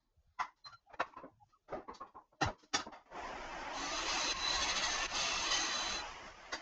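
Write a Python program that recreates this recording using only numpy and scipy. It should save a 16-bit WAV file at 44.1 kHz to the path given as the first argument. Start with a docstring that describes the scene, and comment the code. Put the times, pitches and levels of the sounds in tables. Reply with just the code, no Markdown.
"""Parting cut on a small wood lathe

Hands knock and slide the steel fittings, the motor runs up, then a parting tool bites. The same wood
passes the edge once a turn, so the hiss repeats and rings the tool; the tool is lifted and set down.
The workshop is heard through a mono call microphone that is nearly silent between sounds."""
import sys
import numpy as np
from scipy import signal
from scipy.fft import rfft, irfft
from scipy.io import wavfile
from scipy.ndimage import uniform_filter1d

SR = 44100
rng = np.random.default_rng(int(sys.argv[2]) if len(sys.argv) > 2 else 0)


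def master_out(mix):
    """Clip the mix to full scale and print it as 16-bit PCM to the path in sys.argv[1]."""
    frames = np.transpose(np.atleast_2d(mix))
    ceiling = np.clip(frames, -1, 1)
    pcm = np.round(ceiling * 32767).astype(np.int16)
    wavfile.write(sys.argv[1], SR, pcm)


N = 291545
TIME = np.arange(N) / SR
TURN_SAMPLES = 1327  # one spindle turn, 33.2 turns a second


def undb(db):
    """Decibels to gain."""
    return 10 ** (np.asarray(db) / 20)


def unit(x):
    """Scale to rms 1."""
    return x / np.sqrt(np.mean(x ** 2))


def automation(table):
    """A soft gate, open over the table's time span, then each column as a curve."""
    times, *columns = np.transpose(table)
    gate = uniform_filter1d(((TIME >= times[0]) & (TIME <= times[-1])) * 1., size=400)
    return [gate] + [np.interp(TIME, times, column) for column in columns]


def eq_curve(hz, points):
    """Gain of (Hz, dB) points joined on a log-frequency axis."""
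    freqs, db = np.transpose(points)
    return undb(np.interp(np.log(hz + 1), np.log(freqs), db))


def resonances(hz, modes):
    """Summed gain of (Hz, width in Hz, dB) resonances."""
    return np.sqrt(sum(undb(2 * db) / (1 + ((hz - f) / (width / 2)) ** 2) for f, width, db in modes))


def shaped(x, gain):
    """Filter by a function of frequency; rms 1."""
    return unit(irfft(rfft(x) * gain(np.fft.rfftfreq(len(x), 1 / SR)), len(x)))


def high_shelf(x, hz, db):
    """Move the treble above hz by a dB curve."""
    treble = signal.sosfiltfilt(signal.butter(2, hz, "high", fs=SR, output="sos"), x)
    return x + (undb(db) - 1) * treble


def wander(rate_hz):
    """Smooth random motion with a spread of 1."""
    hold = int(SR / rate_hz)
    held = np.repeat(rng.standard_normal(N // hold + 1), hold)
    smooth = uniform_filter1d(uniform_filter1d(held, hold), hold)[:N]
    return smooth / np.std(smooth)


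def flicker(x, depth_db, rate_hz):
    """Let each half-octave band wander in level on its own; rms 1."""
    spectrum, octave = rfft(x), np.log2(np.fft.rfftfreq(N, 1 / SR) + 1)
    bands = (irfft(spectrum * np.clip(1 - 2 * abs(octave - c), 0, 1), N) for c in np.arange(4, 13.6, .5))
    return unit(sum(band * undb(depth_db * wander(rate_hz)) for band in bands))


def turning_noise(memory):
    """Noise that comes round again, keeping the share `memory` of the turn before."""
    turns = rng.standard_normal((N // TURN_SAMPLES + 1, TURN_SAMPLES))
    return unit(signal.lfilter([1], [1, -memory], turns, axis=0).ravel()[:N])


# Tool pressure in the wood. Each row: time in seconds, level in dB, squeal against the hiss in dB.
CUT_PRESSURE = [(3.72, -62, -20), (3.78, -47, -6), (3.89, -44.5, -10.5), (4.15, -40.5, -10),
                (4.28, -39.5, -3.5), (4.6, -38.5, -3.5), (5.01, -39, -12), (5.2, -37.5, -22),
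                (5.5, -39, -13), (5.6, -41, -8.5), (5.97, -43.5, -9), (6.03, -58, -18)]
# Colour of the tearing fibres. Each row: frequency in Hz, level in dB.
FIBRE_EQ = [(710, -23), (1200, 0.5), (1500, -7.5), (1940, -12), (2690, -3.5), (3640, -2.5), (4060, -0.5),
            (5710, -4.5), (6280, 2.5), (7960, -20.5), (10300, -89), (17500, -120)]
# The tool's throb: start and end in seconds, rate in Hz, time of one crest in seconds, depth in dB.
CHATTER = (4.47, 4.97, 13.7, 4.775, 4.2)

def parting_cut():
    """Fresh fibres tear in a broad hiss while the tool rings, squeals and briefly throbs."""
    gate, level_db, squeal_db = automation(CUT_PRESSURE)
    fibres = rng.standard_normal(N) + .7 * turning_noise(memory=.97)
    hiss = shaped(fibres * undb(.69 * wander(400)), lambda hz: eq_curve(hz, FIBRE_EQ))
    ring = tool_ring()
    squeal = shaped(turning_noise(memory=.6), lambda hz: resonances(hz, [(4023, 410, 0)]) ** 2)
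    squeal *= undb(squeal_db + 2.1 * wander(30))
    rasp = flicker(hiss + undb(-3) * ring, depth_db=1.94, rate_hz=22)
    rasp = high_shelf(rasp, hz=4300, db=.94 * jolts_db())  # the treble jolts nearly twice as far
    start, end, throb_hz, crest, depth_db = CHATTER
    arch = np.sin(np.pi * np.clip((TIME - start) / (end - start), 0, 1))
    throb_db = depth_db * arch * np.cos(2 * np.pi * throb_hz * (TIME - crest))
    return gate * undb(level_db + throb_db + jolts_db()) * (rasp + squeal)


# Modes of the tool and its rest. Each row: pitch in Hz, width in Hz, level in dB per Hz.
TOOL_MODES = [(1060, 290, -11), (1777, 26, -7), (1937, 75, -3), (2654, 210, -4), (3056, 38, -1.5),
              (3440, 190, -7), (4400, 58, -3), (4820, 490, -9.5), (6310, 330, -7.5)]

def tool_ring():
    """The groove's repeating shape rings the tool modes, each wavering as the grip shifts."""
    groove, ring = turning_noise(memory=.81), np.zeros(N)
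    for pitch, width, db in TOOL_MODES:
        mode = shaped(groove, lambda hz: resonances(hz, [(pitch, width, 0)]) ** 1.77)
        ring += undb(db + 10 * np.log10(width) + 2.5 * wander(14)) * mode
    return unit(ring)


# Jolts in the cut and the motor. Each row: start in seconds, jump in dB, settling time in seconds.
JOLTS = [(4.323, -12, 0.079), (5.06, -14.5, 0.045), (5.139, 3, 0.033), (5.504, 4.5, 0.064)]

def jolts_db(rise_s=.015):
    """The level drops or leaps at once, then settles back."""
    return sum(db * np.clip((TIME - start) / rise_s, 0, 1)
               * np.exp(-np.maximum(TIME - start - rise_s, 0) / settle) for start, db, settle in JOLTS)


# Knocks and scuffs on the lathe. Each row: time in seconds, peak in dB, ring in Hz,
# body at 400 Hz in dB, treble at 5 kHz in dB, seconds to fade by 60 dB.
KNOCKS = [(0.396, -25.5, 1008, -15, -29, 0.18), (0.564, -69.5, 890, -4, -4, 0.46),
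          (0.657, -45, 1180, -11, -19.5, 0.17), (0.723, -52.5, 1470, -15, -16.5, 0.083),
          (0.899, -53, 750, -7.5, -45.5, 0.18), (0.933, -40.5, 920, -0.5, -31.5, 0.047),
          (1.001, -21, 1090, -6.5, -32.5, 0.059), (1.063, -54.5, 1170, 7, -14.5, 0.4),
          (1.129, -47.5, 1070, -22, -41, 0.051), (1.167, -40.5, 1064, -3.5, -40, 0.2),
          (1.235, -41, 1030, 4, -63, 0.13), (1.488, -68, 1034, 6, -8.5, 0.33),
          (1.686, -44, 868, 1.5, -29, 0.75), (1.721, -32.5, 750, 4.5, -39, 0.51),
          (1.882, -37.5, 1070, 2.5, -45, 0.28), (1.942, -47, 930, -15.5, -4, 0.16),
          (2.007, -38, 1095, -3, -55, 0.21), (2.066, -56.5, 1040, -2, -30, 0.16),
          (2.151, -44, 1020, -3.5, -68, 0.24), (2.323, -56, 1070, 3, -64, 0.13),
          (2.415, -19.5, 910, -1, -17.5, 0.15), (2.468, -27.5, 1004, 6, -31.5, 0.14),
          (2.585, -59, 1190, -9, -5, 0.65), (2.631, -50.5, 985, 11, -4.5, 0.086),
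          (2.74, -19.5, 757, -1, -4.5, 0.13), (2.79, -33, 1250, -1.5, -18, 0.15),
          (2.864, -38, 940, 4.5, -56, 0.099), (2.921, -42, 760, -4, -28.5, 0.41),
          (6.525, -27, 1973, -1.5, -10.5, 0.15)]
# Modes of the iron bed and fittings. Each row: pitch in Hz, width in Hz, level in dB.
BED_MODES = [(303, 34, -3), (880, 19, -15), (1119, 480, -3.5), (1420, 420, -2), (1900, 420, -6.5),
             (3580, 100, -10.5), (4270, 23, -24.5), (5060, 55, -18.5), (5100, 28, -18), (5400, 93, -18.5),
             (5450, 90, 3.5), (6630, 830, 10.5)]
# Low modes of the cast body. Each row: pitch in Hz, width in Hz, level in dB.
BODY_MODES = [(267, 180, -4.5), (338, 83, -5.5), (620, 29, 1.5)]

def knocks(lead_s=.05, rise_s=.022, tail_db=-23, tail_t60=.9):
    """Each contact is a short rattle that rings the bed modes, with a slower workshop tail."""
    out, t = np.zeros(N + SR), np.arange(SR // 2) / SR
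    attack = np.sin(np.pi / 2 * np.clip((t - lead_s) / rise_s, 0, 1)) ** 2.14  # padded by fingers
    age = np.maximum(t - lead_s - rise_s, 0)
    gate = np.clip((.15 - age) / .13, 0, 1)  # chops the tail short
    for when, peak_db, ring_hz, body_db, treble_db, t60 in KNOCKS:
        tilt = [(70, body_db - .5), (160, body_db - 4.5), (400, body_db), (900, -.84),
                (2500, -6 + .39 * treble_db), (5000, treble_db), (7800, treble_db - 22.5)]
        # every contact point wakes other small parts
        parts = [(1800 + 5400 * u, 160, 3 - 10 * v) for u, v in rng.uniform(size=(14, 2))]
        ring_and_body = [(ring_hz, 90, 5)] + [(f, width, db + body_db) for f, width, db in BODY_MODES]

        def colour(hz):
            metal = .5 + 4.3 * resonances(hz, BED_MODES) + 2.83 * resonances(hz, parts) ** 1.5
            return eq_curve(hz, tilt) * metal + resonances(hz, ring_and_body) ** 2

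        decay = undb(-60 * age / t60) + undb(tail_db - 60 * age / tail_t60)
        knock = shaped(rng.standard_normal(len(t)) * attack * decay * gate, colour)
        start = int((when - lead_s - rise_s / 2) * SR)
        out[start:start + len(t)] += undb(peak_db) * knock / np.max(abs(knock))
    return out[:N]


# The running lathe. Each row: time in seconds, level in dB, lift of the fan and belt hiss in dB.
MOTOR_RUN = [(3.045, -100, -5), (3.06, -65, -4), (3.1, -64.5, -10), (3.12, -51.5, -12), (3.17, -44.5, -4.5),
             (3.49, -47, 0), (4.21, -42.5, 6), (5.95, -45, 5.5), (6.2, -53, 3.5), (6.28, -50, 2),
             (6.34, -58, 2.5), (6.7, -55, 6.5)]
# Colour of the motor. Each row: frequency in Hz, level in dB.
MOTOR_EQ = [(100, -21), (230, -11.5), (330, -5.5), (440, -9), (620, -5), (900, -3), (1250, -7),
            (1600, -9.5), (2000, -10), (3200, -17.5), (4000, -25.5), (4900, -21), (6400, -23),
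            (7400, -30.5), (8300, -61.5)]

def motor(jolt_share=.78, treble_jolt_share=.5):
    """Belt, bearings and fan make a whirr that partly repeats with each turn."""
    gate, level_db, air_db = automation(MOTOR_RUN)
    noise = .5 * turning_noise(memory=.33) + rng.standard_normal(N)
    whirr = flicker(shaped(noise, lambda hz: eq_curve(hz, MOTOR_EQ)), depth_db=1.23, rate_hz=24)
    whirr = high_shelf(whirr, hz=1800, db=air_db + (treble_jolt_share - jolt_share) * jolts_db())
    return gate * undb(level_db + jolt_share * jolts_db()) * whirr


def drive_whine(start_s=3.69, length_s=.43, from_hz=1010, rise_hz_per_s=880, level_db=-50):
    """The drive whines upward during run-up, doubled two octaves below."""
    age = np.clip(TIME - start_s, 0, length_s)
    phase = 2 * np.pi * np.cumsum(from_hz + rise_hz_per_s * age) / SR
    swell = np.sin(np.pi * age / length_s) * undb(level_db + 2 * wander(20))
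    return swell * (np.sin(phase) + .8 * np.sin(phase / 4))


# Squeaks, rings and hums. Each row: start in seconds, pitch in Hz, level in dB, length in seconds.
SQUEAKS_AND_HUMS = [(0.165, 85, -67, 0.05), (0.242, 75.7, -71.5, .09), (0.64, 4090, -57, 0.051),
                    (0.688, 4110, -74, 0.11), (0.654, 110, -72, 0.12), (0.708, 1373, -60.5, 0.06),
                    (0.858, 794, -65.5, 0.053), (1.3, 108.3, -73.5, 0.21), (1.396, 832, -64.5, 0.049),
                    (1.521, 1270, -69, 0.045), (1.541, 1158, -72, 0.041), (2.415, 113.4, -43, 0.077),
                    (4.14, 761, -44, 0.052), (4.328, 1069, -50.5, 0.35), (4.87, 1777, -47, 0.2),
                    (5.67, 1836, -51, 0.11), (5.56, 4040, -50, 0.46)]

def squeaks_and_hums(fade_s=.016):
    """Short stretches of one pitch, rough in level and phase."""
    out, rough_db = np.zeros(N), 3.4 * wander(90)
    phase_drift = 1.2 * wander(90) + .5 * wander(300)
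    for start, hz, db, length in SQUEAKS_AND_HUMS:
        t = np.arange(int(length * SR)) / SR
        span = slice(int(start * SR), int(start * SR) + len(t))
        swell = np.clip(np.minimum(t, length - t) / fade_s, 0, 1) * undb(db + rough_db[span])
        out[span] += swell * np.sin(2 * np.pi * hz * t + phase_drift[span])
    return out


# Colour of the bench rumble. Each row: frequency in Hz, level in dB.
BENCH_EQ = [(12, -37), (20, 4.5), (43, -1.5), (113, -11.5), (162, -13.5), (200, -7), (260, -40),
            (440, -120)]

def bench_rumble(thump_s=2.41, thump_db=-47, rise_s=.075, thump_t60=.13):
    """The bench is thumped once, then shaken by the motor and the cut."""
    _, motor_db, _ = automation(MOTOR_RUN)
    cutting, cut_db, _ = automation(CUT_PRESSURE)
    spin_up = np.clip((TIME - MOTOR_RUN[0][0]) / .2, 0, 1)
    motor_shake = spin_up * undb(-60.5 + .27 * (motor_db + 45))  # loosely follows the motor level
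    shake = (motor_shake + cutting * undb(cut_db - 24.5)) * undb(2.2 * wander(6))
    age = np.maximum(TIME - thump_s - rise_s, 0)
    thump = np.clip((TIME - thump_s) / rise_s, 0, 1) * undb(thump_db - 60 * age / thump_t60)
    return (shake + thump) * shaped(rng.standard_normal(N), lambda hz: eq_curve(hz, BENCH_EQ))


# Colour of the room tone. Each row: frequency in Hz, level in dB.
ROOM_EQ = [(18, -19.5), (30, 1), (65, -9), (686, -15.5), (1120, -19.5), (2200, -27), (6760, -27),
           (7960, -43.5), (10300, -62), (17500, -120)]

def room_tone(level_db=-83.5):
    """The faint, flickering hush of the workshop."""
    hush = shaped(rng.standard_normal(N), lambda hz: eq_curve(hz, ROOM_EQ))
    return undb(level_db) * flicker(hush, depth_db=3, rate_hz=12)


def noise_suppressor(x, strength, exponent):
    """Turns down every short-time bin that does not stand above its neighbours in pitch."""
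    bins = signal.stft(x, nperseg=1024)[2]
    power = uniform_filter1d(abs(bins) ** 2, size=3, axis=1) + 1e-18
    neighbours = uniform_filter1d(power, size=21, axis=0)
    gain = ((1 + strength) * power / (power + strength * neighbours)) ** exponent
    return signal.istft(bins * gain, nperseg=1024)[1][:N]


def scene():
    """Lathe and workshop at one microphone: both channels alike."""
    mix = knocks() + squeaks_and_hums() + motor() + bench_rumble() + drive_whine() + parting_cut()
    return np.tile(mix + room_tone(), (2, 1))


def record(dry):
    """A suppressor makes the sound patchy, the narrow line cuts the top, the output hisses faintly."""
    patchy = noise_suppressor(dry[0], strength=4.5, exponent=.48)
    dulled = signal.sosfilt(signal.butter(6, 7500, fs=SR, output="sos"), patchy)
    line = signal.sosfilt(signal.ellip(14, .5, 70, 8260, fs=SR, output="sos"), dulled)
    hiss = undb(-102) * rng.standard_normal(N)
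    return np.tile(line + hiss, (2, 1))


dry = scene()
out = record(dry)
master_out(out)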